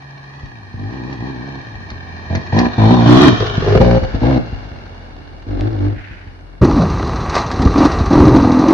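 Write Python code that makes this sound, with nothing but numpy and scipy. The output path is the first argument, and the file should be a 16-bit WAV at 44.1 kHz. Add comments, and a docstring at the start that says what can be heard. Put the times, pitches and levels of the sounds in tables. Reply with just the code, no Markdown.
"""A two-stroke dirt bike nears along a forest trail in blips of throttle, passes close by and climbs away.
Each firing rings the exhaust; noise through metal resonances is the clatter, low sines are the hum.
Lone firings pop off the throttle, knocks crack, a twig snaps and the rear tyre rasps over the crest.
Then it is heard from the seat: hard firings that flare into revs, rattle, hiss, knocks, scrapes and
gusts of shaped noise, with peaks clipped at full scale."""
import sys
import numpy as np
from scipy import signal
from scipy.fft import rfft, irfft, next_fast_len
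from scipy.io import wavfile
from scipy.ndimage import uniform_filter1d

SR = 44100
rng = np.random.default_rng(int(sys.argv[2]) if len(sys.argv) > 2 else 0)


def int16_out(signal):
    """Quantize to a 16-bit WAV file."""
    q = np.round(np.clip(np.atleast_2d(signal).T, -1, 1) * 32767)
    wavfile.write(sys.argv[1], SR, q.astype(np.int16))


N = 384993
TIME = np.arange(N) / SR   # s
PASS_S = 3.312   # the bike is nearest to the trailside listener

# moves of the throttle: (start [s], end [s], firing rate reached [Hz], effort before its swell [dB])
THROTTLE_MOVES = [(0, 0.44, 69, -34), (.52, .7, 47.45, -39), (.77, .87, 52.1, -10), (.87, .98, 67.1, -8),
                  (.98, 1.03, 60.13, -9), (1.03, 1.14, 68.08, -8), (1.14, 1.2, 56.76, -11.5),
                  (1.2, 1.31, 68.27, -6.5), (1.31, 1.4, 60, -12), (1.4, 1.49, 69.8, -11.5),
                  (1.49, 1.59, 66.95, -13), (1.62, 1.83, 46.47, -27), (2.3, 2.379, 47.13, -7.5),
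                  (2.522, 2.565, 54.08, -2.5), (2.565, 2.61, 62, 1.5), (2.61, 2.67, 58, -3.5),
                  (2.779, 2.88, 55.2, -1.5), (2.88, 2.94, 63, -0.5), (2.94, 3.0, 58, -5),
                  (3.0, 3.06, 58, -7), (3.06, 3.13, 60.93, -0.5), (3.13, 3.18, 64.98, -0.5),
                  (3.18, 3.23, 73.97, -0.5), (3.23, 3.29, 63, 0), (3.29, 3.335, 55, -10.5),
                  (3.403, 3.43, 53.76, -12.5), (3.62, 3.672, 49.17, -12), (3.672, 3.745, 52.2, -6),
                  (3.745, 3.78, 58, -1.5), (3.8, 3.82, 60, 2), (3.82, 3.98, 58.8, -3),
                  (4.015, 4.05, 59.66, -9.5), (4.14, 4.16, 54.3, -6.5), (4.212, 4.23, 53.82, -3),
                  (4.23, 4.31, 68.46, -1.5), (4.31, 4.38, 62, -1.5), (5.465, 5.5, 50.5, -7.5),
                  (5.5, 5.585, 44.92, -4.5), (5.585, 5.64, 51.74, -1), (5.64, 5.68, 55.44, -2),
                  (5.68, 5.73, 55.26, -7), (5.73, 5.8, 47.6, -4), (5.8, 5.885, 50.82, -0.5),
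                  (5.885, 5.935, 52, -7), (6.612, 6.622, 91.45, -8), (6.622, 6.655, 87.77, -3),
                  (6.671, 6.705, 70.4, -7.5), (6.705, 6.755, 57.4, -12.5), (6.755, 6.785, 85.6, -4.5),
                  (6.785, 6.84, 83.36, -6), (6.84, 6.87, 50.22, -19), (7.6, 7.68, 38.02, -8.5),
                  (7.755, 7.81, 43.7, -4.5), (7.81, 7.87, 44, -2), (8.104, 8.2, 41.86, -1.5),
                  (8.2, 8.285, 75.97, -2), (8.285, 8.335, 56.43, -4), (8.335, 8.375, 51.97, -1),
                  (8.375, 8.47, 40.77, -4), (8.47, 8.675, 43.4, -5), (8.675, 8.73, 48, -1.5)]
# colour of the low rumble and of the wind on the rider: (frequency [Hz], relative level [dB])
WIND_COLOUR = [(20, -35), (45, -4), (80, -4), (130, -6.5), (200, -13.5), (400, -14.5), (1000, -49.5),
               (3000, -100)]


# tools shared by the sources

def from_db(db):
    """Turn decibels into gain."""
    return 10 ** (np.asarray(db) / 20)


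def in_time(rows):
    """Turn each column of a table into a curve over time."""
    s, *columns = np.transpose(rows)
    return [np.interp(TIME, s, column) for column in columns]


def since(s):
    """Seconds gone since a moment, zero before it."""
    return np.maximum(TIME - s, 0)


def even(x):
    """Hold the slow level at rms 1, keeping the single beats."""
    power = uniform_filter1d(uniform_filter1d(x * x, size=3000), size=2200)
    return x / np.sqrt(np.maximum(power, 0) + 1e-12)


def drift(rate):
    """Wander at random with spread near 1, through this many points a second."""
    steps = rng.standard_normal(2000)
    return np.interp(TIME * rate, np.arange(len(steps)), steps)


def cut(x, hz, kind, order=2):
    """Causal low- or high-pass."""
    return signal.sosfilt(signal.butter(order, hz, kind, fs=SR, output="sos"), x + 1e-18)


def coloured(noise, spectrum):
    """Shape noise by a spectrum drawn over log frequency; rms 1."""
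    hz, db = np.transpose(spectrum)
    size = noise.shape[-1]
    padded = next_fast_len(size)
    bins = np.maximum(np.fft.rfftfreq(padded, 1 / SR), 1)
    gain = from_db(np.interp(np.log(bins), np.log(hz), db))
    out = irfft(rfft(noise, padded) * gain, padded)[..., :size]
    return out / out.std()


def resonate(x, modes):
    """Ring parallel resonances with alternating signs."""
    out = 0
    for k, (hz, width, db) in enumerate(modes):
        r = np.exp(-np.pi * width / SR)
        top = (-1) ** k * from_db(db) * (1 - r * r) / 2
        poles = [1, -2 * r * np.cos(2 * np.pi * hz / SR), r * r]
        out = out + signal.lfilter([top, 0, -top], poles, x + 1e-18)
    return out


def bent(x, modes, stretch):
    """Move the pitch of every resonance by the factor stretch, by filtering on a warped clock."""
    clock = np.cumsum(stretch)
    ticks = np.arange(int(clock[-1]))
    return np.interp(clock, ticks, resonate(np.interp(ticks, clock, x), modes))


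def turning(x, sides, turn_s, stretch, fade_s):
    """The bike shows one side after another; each has its own resonances."""
    turned = [np.clip((TIME - s) / fade_s + .5, 0, 1) for s in turn_s]
    passed = [np.ones(N)] + turned + [np.zeros(N)]
    out = np.zeros(N)
    for a, b, modes in zip(passed, passed[1:], sides):
        facing = a > b
        share = np.sqrt((a - b)[facing])
        out[facing] += share * even(bent(x[facing], modes, stretch[facing]))
    return even(out)


def clicks_at(rows):
    """Place one click for each (time [s], level [dB]) row."""
    out = np.zeros(N)
    for s, db in rows:
        out[int(s * SR)] += from_db(db)
    return out


def puffs(clicks, decay_s):
    """Turn each click into a dying burst of noise with the same energy."""
    r = np.exp(-1 / (decay_s * SR))
    envelope = signal.lfilter([np.sqrt(1 - r * r)], [1, -r], clicks + 1e-18)
    return envelope * rng.standard_normal(N)


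# the engine

def progress(starts, ends):
    """How far a move of the throttle has got, 0 to 1, quick at first."""
    return np.sin(np.pi / 2 * np.clip((TIME - starts) / max(ends - starts, .01), 0, 1))


def engine_speed():
    """Each move eases the engine to a new rate; with the throttle shut the flywheel runs down to idle."""
    idle_hz, coast_s = 39.27, 0.36
    speed = np.full(N, float(THROTTLE_MOVES[0][2]))
    for starts, ends, hz, _ in THROTTLE_MOVES:
        i = int(np.clip(starts * SR, 0, N - 1))
        pulled = speed[i] + (hz - speed[i]) * progress(starts, ends)
        coasting = idle_hz + (pulled - idle_hz) * np.exp(-since(ends) / coast_s)
        speed[i:] = coasting[i:]
    return speed


def engine_effort():
    """Effort builds as the engine picks up in each move, and the note swells and dies a little late."""
    swell_db, response_s = 1, 0.0043
    held = np.zeros(N)
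    for starts, ends, _, db in THROTTLE_MOVES:
        during = (TIME >= starts) & (TIME < ends)
        held += during * from_db(db + swell_db * (progress(starts, ends) - 1.5))
    r = np.exp(-1 / (response_s * SR))
    return signal.lfilter([1 - r], [1, -r], held + 1e-18)


def driven(effort, levels_db):
    """Gain of a layer from two levels: a steady part, and a part scaled by effort (1 is full)."""
    shut, full = from_db(levels_db)
    return np.hypot(shut, full * effort)


def strokes(speed, uneven_db, jitter_s):
    """One click per revolution, each a little off in strength and time; a fresh blip starts with one."""
    turns = np.cumsum(speed) / SR
    for before, move in zip(THROTTLE_MOVES, THROTTLE_MOVES[1:]):
        if move[0] - before[1] > .06:   # a pause this long [s] makes the next move a fresh blip
            i = int(move[0] * SR)
            turns[i:] += np.ceil(turns[i]) - turns[i] + 1e-9
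    at = np.flatnonzero(np.diff(np.floor(turns)))
    chance = rng.standard_normal((1000, 2))[:len(at)]
    moved = at + (chance[:, 0] * jitter_s * SR).astype(int)
    clicks = np.zeros(N)
    clicks[np.clip(moved, 0, N - 1)] = from_db(uneven_db * np.minimum(chance[:, 1], 1))
    return clicks


# exhaust, from the start

def chamber(x):
    """Pulses run to and fro in the expansion chamber: an all-pass draws them out without colouring."""
    trip_s, reflection = 0.0031, 0.6
    lag = int(trip_s * SR)
    trips = np.pad(x, (0, -N % lag)).reshape(-1, lag)
    return signal.lfilter([reflection, 1], [1, reflection], trips, axis=0).ravel()[:N]


def blowdown(firings, rasp_db, rasp_hz, decay_s):
    """The port opens: a pressure pulse that echoes in the pipe, then a rush of turbulent gas."""
    rush = cut(puffs(firings, decay_s), rasp_hz, "high", order=4)
    return chamber(firings) + from_db(rasp_db) * rush


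def shell_rasp(firings):
    """Each firing sets the thin steel wall of the expansion chamber buzzing."""
    # resonances of the steel: (frequency [Hz], width [Hz], level [dB])
    shell_modes = [(2500, 390, -6.5), (3300, 320, 0), (4140, 370, 2)]
    return from_db(-34.5) * even(resonate(puffs(firings, decay_s=0.0093), shell_modes))


def trail_exhaust(speed, effort, near, shade_db):
    """Firings ring the pipe as each side faces the listener; its resonances rise with the firing rate."""
    # pipe resonances as heard from each side: (frequency before bending [Hz], width [Hz], level [dB])
    pipe_ahead = [(63, 15, -1), (113.6, 58, 1), (251, 82, 5.5), (329, 202, -5.5), (513, 230, -29.5),
                  (847, 150, -12), (1055, 96, -25)]
    pipe_nearing = [(112.7, 34, 4.5), (231.3, 53, 4.5), (347, 81, -3.5), (551.4, 160, -12.5),
                    (750.2, 47, -5), (1000, 96, -11)]
    pipe_beside = [(121, 27, 6), (280, 45, 10.5), (389, 100, -5.5), (615, 26, -7), (982, 44, -6.5),
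                   (1084, 53, -5.5)]
    pipe_abreast = [(90, 40, 0), (190, 87, -3), (439, 41, 7.5), (720, 220, -9.5), (1210, 180, -13.5)]
    pipe_past = [(62, 48, 0), (195.5, 33, 10), (406.3, 33, 0), (533, 20, 6.5), (780, 237, -9.5),
                 (1390, 550, -27)]
    pipe_behind = [(64, 13, -2), (123, 55, -2.5), (248, 62, 9), (326, 66, 4), (483.4, 61, -2),
                   (806, 330, -10), (1500, 400, -32)]
    pipe_climbing = [(110, 20, 7.5), (58, 30, 6), (318, 31, 16), (624, 85, -3), (760, 77, -2)]
    # hard firings as the engine catches again: (time [s], level over a normal firing [dB])
    bangs = [(3.673, 2), (3.751, 9), (3.802, 0.5), (4.231, 4)]
    bend_power, reference_hz = 0.38, 60
    firings = strokes(speed, uneven_db=2.5, jitter_s=0.00007) + clicks_at(bangs)
    gas = blowdown(firings, rasp_db=-7.0, rasp_hz=530, decay_s=0.0098)
    sides = [pipe_ahead, pipe_nearing, pipe_beside, pipe_abreast, pipe_past, pipe_behind, pipe_climbing]
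    rate_bend = (speed / reference_hz) ** bend_power
    pipe = turning(gas, sides, [2.2, 3.05, 3.36, 3.785, 4.12, 5.1], rate_bend, fade_s=0.068)
    note = driven(effort, (-31, -3)) * cut(pipe, 1700, "low")
    shell = effort * from_db(-shade_db) * shell_rasp(firings)
    return near * (note + shell)


# clatter, from the start

def grit(per_s, spread_db):
    """Random tiny impacts of very unequal size; rms 1."""
    sizes = from_db(spread_db * np.minimum(rng.exponential(1, N), 4))
    grains = puffs(sizes * (rng.random(N) < per_s / SR), decay_s=0.0026)
    return grains / grains.std()


def rattle(speed, slap_db, grit_db):
    """Piston slap once a revolution over the steady rush of gears and chain, with grit from the tyres."""
    slap = even(puffs(strokes(speed, uneven_db=16.0, jitter_s=0.00032), decay_s=0.016))
    tyres = grit(per_s=280, spread_db=7.5)
    return rng.standard_normal(N) + from_db(slap_db) * slap + from_db(grit_db) * tyres


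def ground_bounce(x, near):
    """The ground returns a copy whose lag and strength grow as the bike nears, sweeping the colour."""
    nearest_lag_s, nearest_db = 0.00161, -13
    bounce = near * from_db(nearest_db)
    late = np.array([np.interp(TIME - nearest_lag_s * near, TIME, ear) for ear in x])
    return (x + bounce * late) / np.hypot(1, bounce)


def trail_clatter(speed, effort, near, shade_db, doppler):
    """Rattle rings cylinder, cases and chain; many parts radiate, so it is wide."""
    # metal resonances from each side: (frequency before shifting [Hz], width [Hz], level [dB])
    metal_ahead = [(745, 270, 1), (1138, 145, -0.5), (1626, 134, 2), (1825, 78, 5), (2320, 89, -2.5),
                   (3220, 140, -12), (3610, 85, -11), (4220, 126, -7.5), (4860, 170, -14.5),
                   (6180, 850, -25)]
    metal_nearing = [(720, 105, 13.5), (1001.3, 205, 10), (1600, 280, 1.5), (1857, 80, 4), (2300, 110, -1),
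                     (3013, 220, -3.5), (3630, 184, 1.5), (4250, 160, -2.5), (5300, 800, -14)]
    metal_beside = [(707, 113, 9.5), (1140, 153, 9.5), (1484, 110, 8), (1803, 130, 6.5), (2380, 52, 5),
                    (3120, 410, 2.5), (3910, 250, 0), (4270, 65, 2), (5500, 1800, -11)]
    metal_behind = [(477, 375, 7.5), (798, 350, 11), (1574, 335, 7.5), (1774, 252, 7), (2270, 150, 2.5),
                    (2887, 106, 2.5), (3620, 410, -6), (4410, 510, -4), (5480, 1700, -13.5)]
    sides = [metal_ahead, metal_nearing, metal_beside, metal_behind]
    db_per_octave = 5   # a faster engine clatters louder
    shift = doppler * (1 + 0.02 * drift(5))   # the colour wanders a little
    layers = []
    for _ in range(2):
        source = cut(rattle(speed, slap_db=-5.0, grit_db=-5.0), 430, "high")
        layers.append(turning(source, sides, [2.75, 3.1, 3.65], shift, fade_s=0.22))
    centre, spread = layers
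    wide = centre + from_db(1.5) * spread * np.array([[1], [-1]])   # opposite sign at each ear
    level_db = db_per_octave * np.log2(speed / speed.mean()) - shade_db
    return ground_bounce(near * driven(effort, (-26, -19)) * from_db(level_db) * wide, near)


# hum, rumble, echo and air, from the start

def hum(speed):
    """The smooth low orders of the piston pumping air, as wavering sines."""
    # orders: (multiple of engine speed, relative level before wavering [dB])
    orders = [(1, -4), (2, -0.5), (3, -22), (4, -18.5)]
    waver_db = 4
    angle = 2 * np.pi * np.cumsum(speed) / SR
    # the lowest order leaves backwards from the silencer and is weaker in front
    ahead_db = -30.5 * np.clip((PASS_S - TIME) / .5, 0, 1)
    out = np.zeros(N)
    for multiple, db in orders:
        multiple = round(multiple)
        level_db = db + (multiple == 1) * ahead_db + waver_db * drift(14)
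        out += from_db(level_db) * np.sin(multiple * angle)
    return even(out)


def trail_hum(speed, effort, near):
    """The low hum carries better: it falls with a lower power of distance."""
    return near ** 0.57 * driven(effort, (-32, -11.5)) * hum(speed)


def trail_rumble(effort, near):
    """Low noise that grows with effort and nearness."""
    rumble = cut(coloured(rng.standard_normal(N), WIND_COLOUR), 63, "high")
    return near * driven(effort, (-25, -17)) * rumble


def forest(x, t60, echo_db):
    """Ground and trunks scatter a short tail, different at each ear."""
    # colour of the tail: (frequency [Hz], relative level [dB])
    tail_colour = [(40, 2), (200, -7.5), (500, -2), (2000, -12.5), (5000, -10.5), (9000, -24)]
    t = np.arange(SR // 2) / SR
    tail = coloured(rng.standard_normal((2, len(t))), tail_colour) * from_db(-60 * t / t60)
    tail /= np.sqrt(np.sum(tail ** 2, axis=1, keepdims=True))
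    return from_db(echo_db) * signal.oaconvolve(x[None], tail, axes=1)[:, :N]


def faint_air():
    """Faint steady hiss, different at each ear."""
    # colour: (frequency [Hz], relative level [dB])
    air_colour = [(4000, -10.5), (8500, -4.5), (10500, -3), (12500, -24)]
    return from_db(-74.5) * coloured(rng.standard_normal((2, N)), air_colour)


# single events, in order of their first one

def pops(ring_s, gain_db):
    """A lone firing off the throttle booms dully through the silencer: two dying sines."""
    # pops: (time [s], level before gain_db [dB], boom frequency [Hz])
    pop_rows = [(0.433, -33, 86.5), (0.742, -32.5, 105), (1.748, -33.5, 87.4), (1.918, -32, 84.6),
                (3.402, -26, 105), (3.579, -19, 165), (4.027, -18, 71.5), (4.14, -26, 88),
                (4.528, -24.5, 87), (4.715, -32, 86), (5.966, -32, 99.3), (6.11, -36, 87.1),
                (6.27, -39, 88.2), (7.598, -17.5, 88.4), (7.66, -5.5, 87), (8.009, -11, 80)]
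    out, t = np.zeros(N + SR), np.arange(SR // 5) / SR
    knock = 0.41 * np.sin(2 * np.pi * 215 * t) * np.exp(-t / 0.0039)
    for s, db, hz in pop_rows:
        boom = np.sin(2 * np.pi * hz * t) * np.exp(-t / ring_s)
        i = int(s * SR)
        out[i:i + len(t)] += from_db(db + gain_db) * (boom + knock)
    return out[:N]


def knocks(gain_db):
    """Chain slaps, stones, twigs and chassis knocks: short hard cracks of dying noise."""
    # knocks: (time [s], level before gain_db [dB], decay by 60 dB [s])
    knock_rows = [(1.127, -34.5, 0.086), (1.903, -26, 0.032), (2.351, -16.5, 0.037), (2.589, -15, 0.05),
                  (3.4012, -26, 0.081), (3.466, -25.5, 0.056), (6.948, -39, 0.035), (7.075, -29, .03),
                  (7.296, -24.5, 0.057), (7.353, -20, 0.086), (7.3774, -21.5, 0.11), (7.5148, -23, 0.062),
                  (7.619, -22.5, 0.068), (7.835, -29, 0.017)]
    # colour: (frequency [Hz], relative level [dB])
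    knock_colour = [(200, -27.5), (900, -3), (1900, 10), (3000, -6), (4300, 4.5), (6300, -6.5),
                    (9000, -25.5), (16000, -48.5)]
    out, t = np.zeros(N + SR), np.arange(SR // 4) / SR
    for s, db, t60 in knock_rows:
        crack = coloured(rng.standard_normal(len(t)), knock_colour) * from_db(-60 * t / t60)
        i = int(s * SR)
        out[i:i + len(t)] += from_db(db + gain_db) * crack
    return out[:N]


def twig():
    """A dry twig snaps under the tyre: one click rings two broad resonances."""
    # resonances: (frequency [Hz], width [Hz], level [dB])
    twig_modes = [(2000, 1260, 6.5), (4200, 2160, 3)]
    snap = clicks_at([(5.6097, -5.5)])   # (time [s], level [dB])
    return cut(resonate(snap, twig_modes), 1000, "high")


def wheelspin():
    """The rear tyre rasps over the crest: a short swell of flying grit, different at each ear."""
    # colour: (frequency [Hz], relative level [dB])
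    spin_colour = [(800, -46), (1500, 0), (1800, -1), (2500, -6), (3500, -19), (7000, -39)]
    peak_s, half_s = 6.077, 0.19
    grains = np.array([grit(per_s=4700, spread_db=8.0) for _ in range(2)])
    swell = np.exp(-((TIME - peak_s) / half_s) ** 2)
    return from_db(-39) * swell * coloured(grains, spin_colour)


def trailside(speed, effort, blows):
    """The bike nears, passes and climbs away; level follows one over distance, with Doppler on the metal."""
    # place of the bike: (time [s], left minus right level [dB], lead of the left ear [ms])
    place = [(0, -0.5, 0.27), (2.7, 0.5, 0.19), (3.7, 0, -0.064), (4.3, 1, 0.25), (5.2, 0, -0.43),
             (6.6, 0.5, -0.74)]
    pass_distance_m, bike_m_per_s, sound_m_per_s = 2.187, 6.8, 343
    treble_end_hz = 6800
    distance_m = np.hypot(pass_distance_m, bike_m_per_s * (TIME - PASS_S))
    near = pass_distance_m / distance_m
    doppler = 1 - np.gradient(distance_m, TIME) / sound_m_per_s
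    # bike and rider hide the engine more and more as they leave: 2.5 dB at 2.3 s after the pass
    shade_db = 2.5 * np.sqrt(since(PASS_S) / 2.3)
    balance_db, lead_ms = in_time(place)

    exhaust = trail_exhaust(speed, effort, near, shade_db)
    clatter = trail_clatter(speed, effort, near, shade_db, doppler)
    bike = exhaust + trail_hum(speed, effort, near) + blows
    ears = np.array([np.interp(TIME + side * lead_ms / 2000, TIME, bike) for side in (1, -1)])
    direct = (ears + clatter) * from_db(np.outer([.5, -.5], balance_db))
    # the echo's share grows slowly with distance
    echo = forest(bike / near ** 0.12, t60=0.3, echo_db=-13)
    heard = direct + echo + trail_rumble(effort, near) + wheelspin()
    snap = cut(twig(), treble_end_hz, "low")
    return cut(heard, treble_end_hz, "low", order=14) + snap + faint_air()


# from the rider's seat

def seat_exhaust(speed, effort):
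    """Hard firings ring the pipe; its resonances glide together along a drawn pitch curve, dipping early."""
    # pipe resonances: (frequency before bending [Hz], width [Hz], level [dB])
    pipe_seat = [(165, 106, -7), (277.5, 24.4, 10), (340, 82, -8), (491.3, 70, -14.5), (912, 160, -20),
                 (1115, 250, -26)]
    # pitch curve of the main resonance: (time [s], frequency [Hz])
    main_note = [(6.62, 310), (6.69, 293.5), (6.77, 273.5), (6.8, 185.7), (6.86, 187), (7.75, 274.1),
                 (7.86, 289), (8.11, 278), (8.2, 292), (8.29, 311), (8.35, 280), (8.56, 258), (8.7, 308.7)]
    note_hz, = in_time(main_note)
    gas = blowdown(strokes(speed, uneven_db=2.0, jitter_s=0.00015), rasp_db=3.0, rasp_hz=408, decay_s=0.021)
    pipe = even(bent(gas, pipe_seat, note_hz / pipe_seat[1][0]))   # the second row is the main resonance
    return driven(effort, (-37, -4.5)) * cut(pipe, 1500, "low", order=4)


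def seat_clatter(speed, effort):
    """Rattle rings the metal of the engine below the rider."""
    # metal resonances: (frequency [Hz], width [Hz], level [dB])
    metal_seat = [(440, 306, 3), (784, 140, 11), (967, 179, 9.5), (1185, 118, 12.5), (1600, 210, -1.5),
                  (1917, 125, 0.5), (2450, 690, -10.5)]
    ringing = even(resonate(rattle(speed, slap_db=-8.5, grit_db=-4.0), metal_seat))
    return driven(effort, (-26, -19.5)) * ringing


def seat_hiss(speed, effort):
    """Chain and tyres hiss: slap-heavy rattle shaped to the treble."""
    # colour: (frequency [Hz], relative level [dB])
    hiss_colour = [(1650, -44), (2800, 3.5), (2980, -21.5), (3270, -15.5), (3500, 2), (3730, -1.5),
                   (3910, 8.5), (5280, -3.5), (5880, 1), (6550, -6), (7260, -30), (9440, -47.5),
                   (13000, -40), (16000, -40)]
    shaped = even(coloured(rattle(speed, slap_db=2.0, grit_db=-12.5), hiss_colour))
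    return driven(effort, (-40, -34)) * shaped


def wind_gusts():
    """Wind on the rider: low noise whose level follows the gusts."""
    # gusts: (time [s], level [dB])
    gust_rows = [(6.63, -3.5), (6.66, -14), (7.51, -24), (7.65, -14), (7.91, -19.5), (8.0, -16),
                 (8.12, -17.5), (8.23, -6), (8.49, -18), (8.7, -27)]
    wind_db, = in_time(gust_rows)
    return from_db(wind_db) * even(coloured(rng.standard_normal(N), WIND_COLOUR))


def scraping():
    """Tyres scrape over brush and stones: the gain by which clatter and hiss swell."""
    # scrapes: (time [s], half length [s], rise [dB])
    scrape_rows = [(7.375, 0.053, 10), (7.862, 0.17, 4.5)]
    return from_db(sum(db * np.exp(-((TIME - s) / half) ** 2) for s, half, db in scrape_rows))


def seat(speed, effort, blows):
    """On the bike: firings, rattle, hiss, gusts, pops and knocks in one channel, dull on top."""
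    machine = scraping() * (seat_clatter(speed, effort) + seat_hiss(speed, effort))
    return cut(seat_exhaust(speed, effort) + machine + wind_gusts() + blows, 8900, "low", order=4)


def scene():
    """First from beside the trail, then from the seat, with one engine driving both."""
    seat_s, fade_s = 6.612, 0.0065
    speed, effort = engine_speed(), engine_effort()
    blows = cut(pops(ring_s=0.0063, gain_db=14.5), 39, "high") + knocks(gain_db=-0.5)
    on_bike = np.clip((TIME - seat_s) / fade_s, 0, 1)
    return (1 - on_bike) * trailside(speed, effort, blows) + on_bike * seat(speed, effort, blows)


def record(dry):
    """Peaks past full scale overload into hard clipping; then the top is cut steeply."""
    return cut(np.clip(dry, -1, 1), 15800, "low", order=16)


dry = scene()
out = record(dry)
int16_out(out)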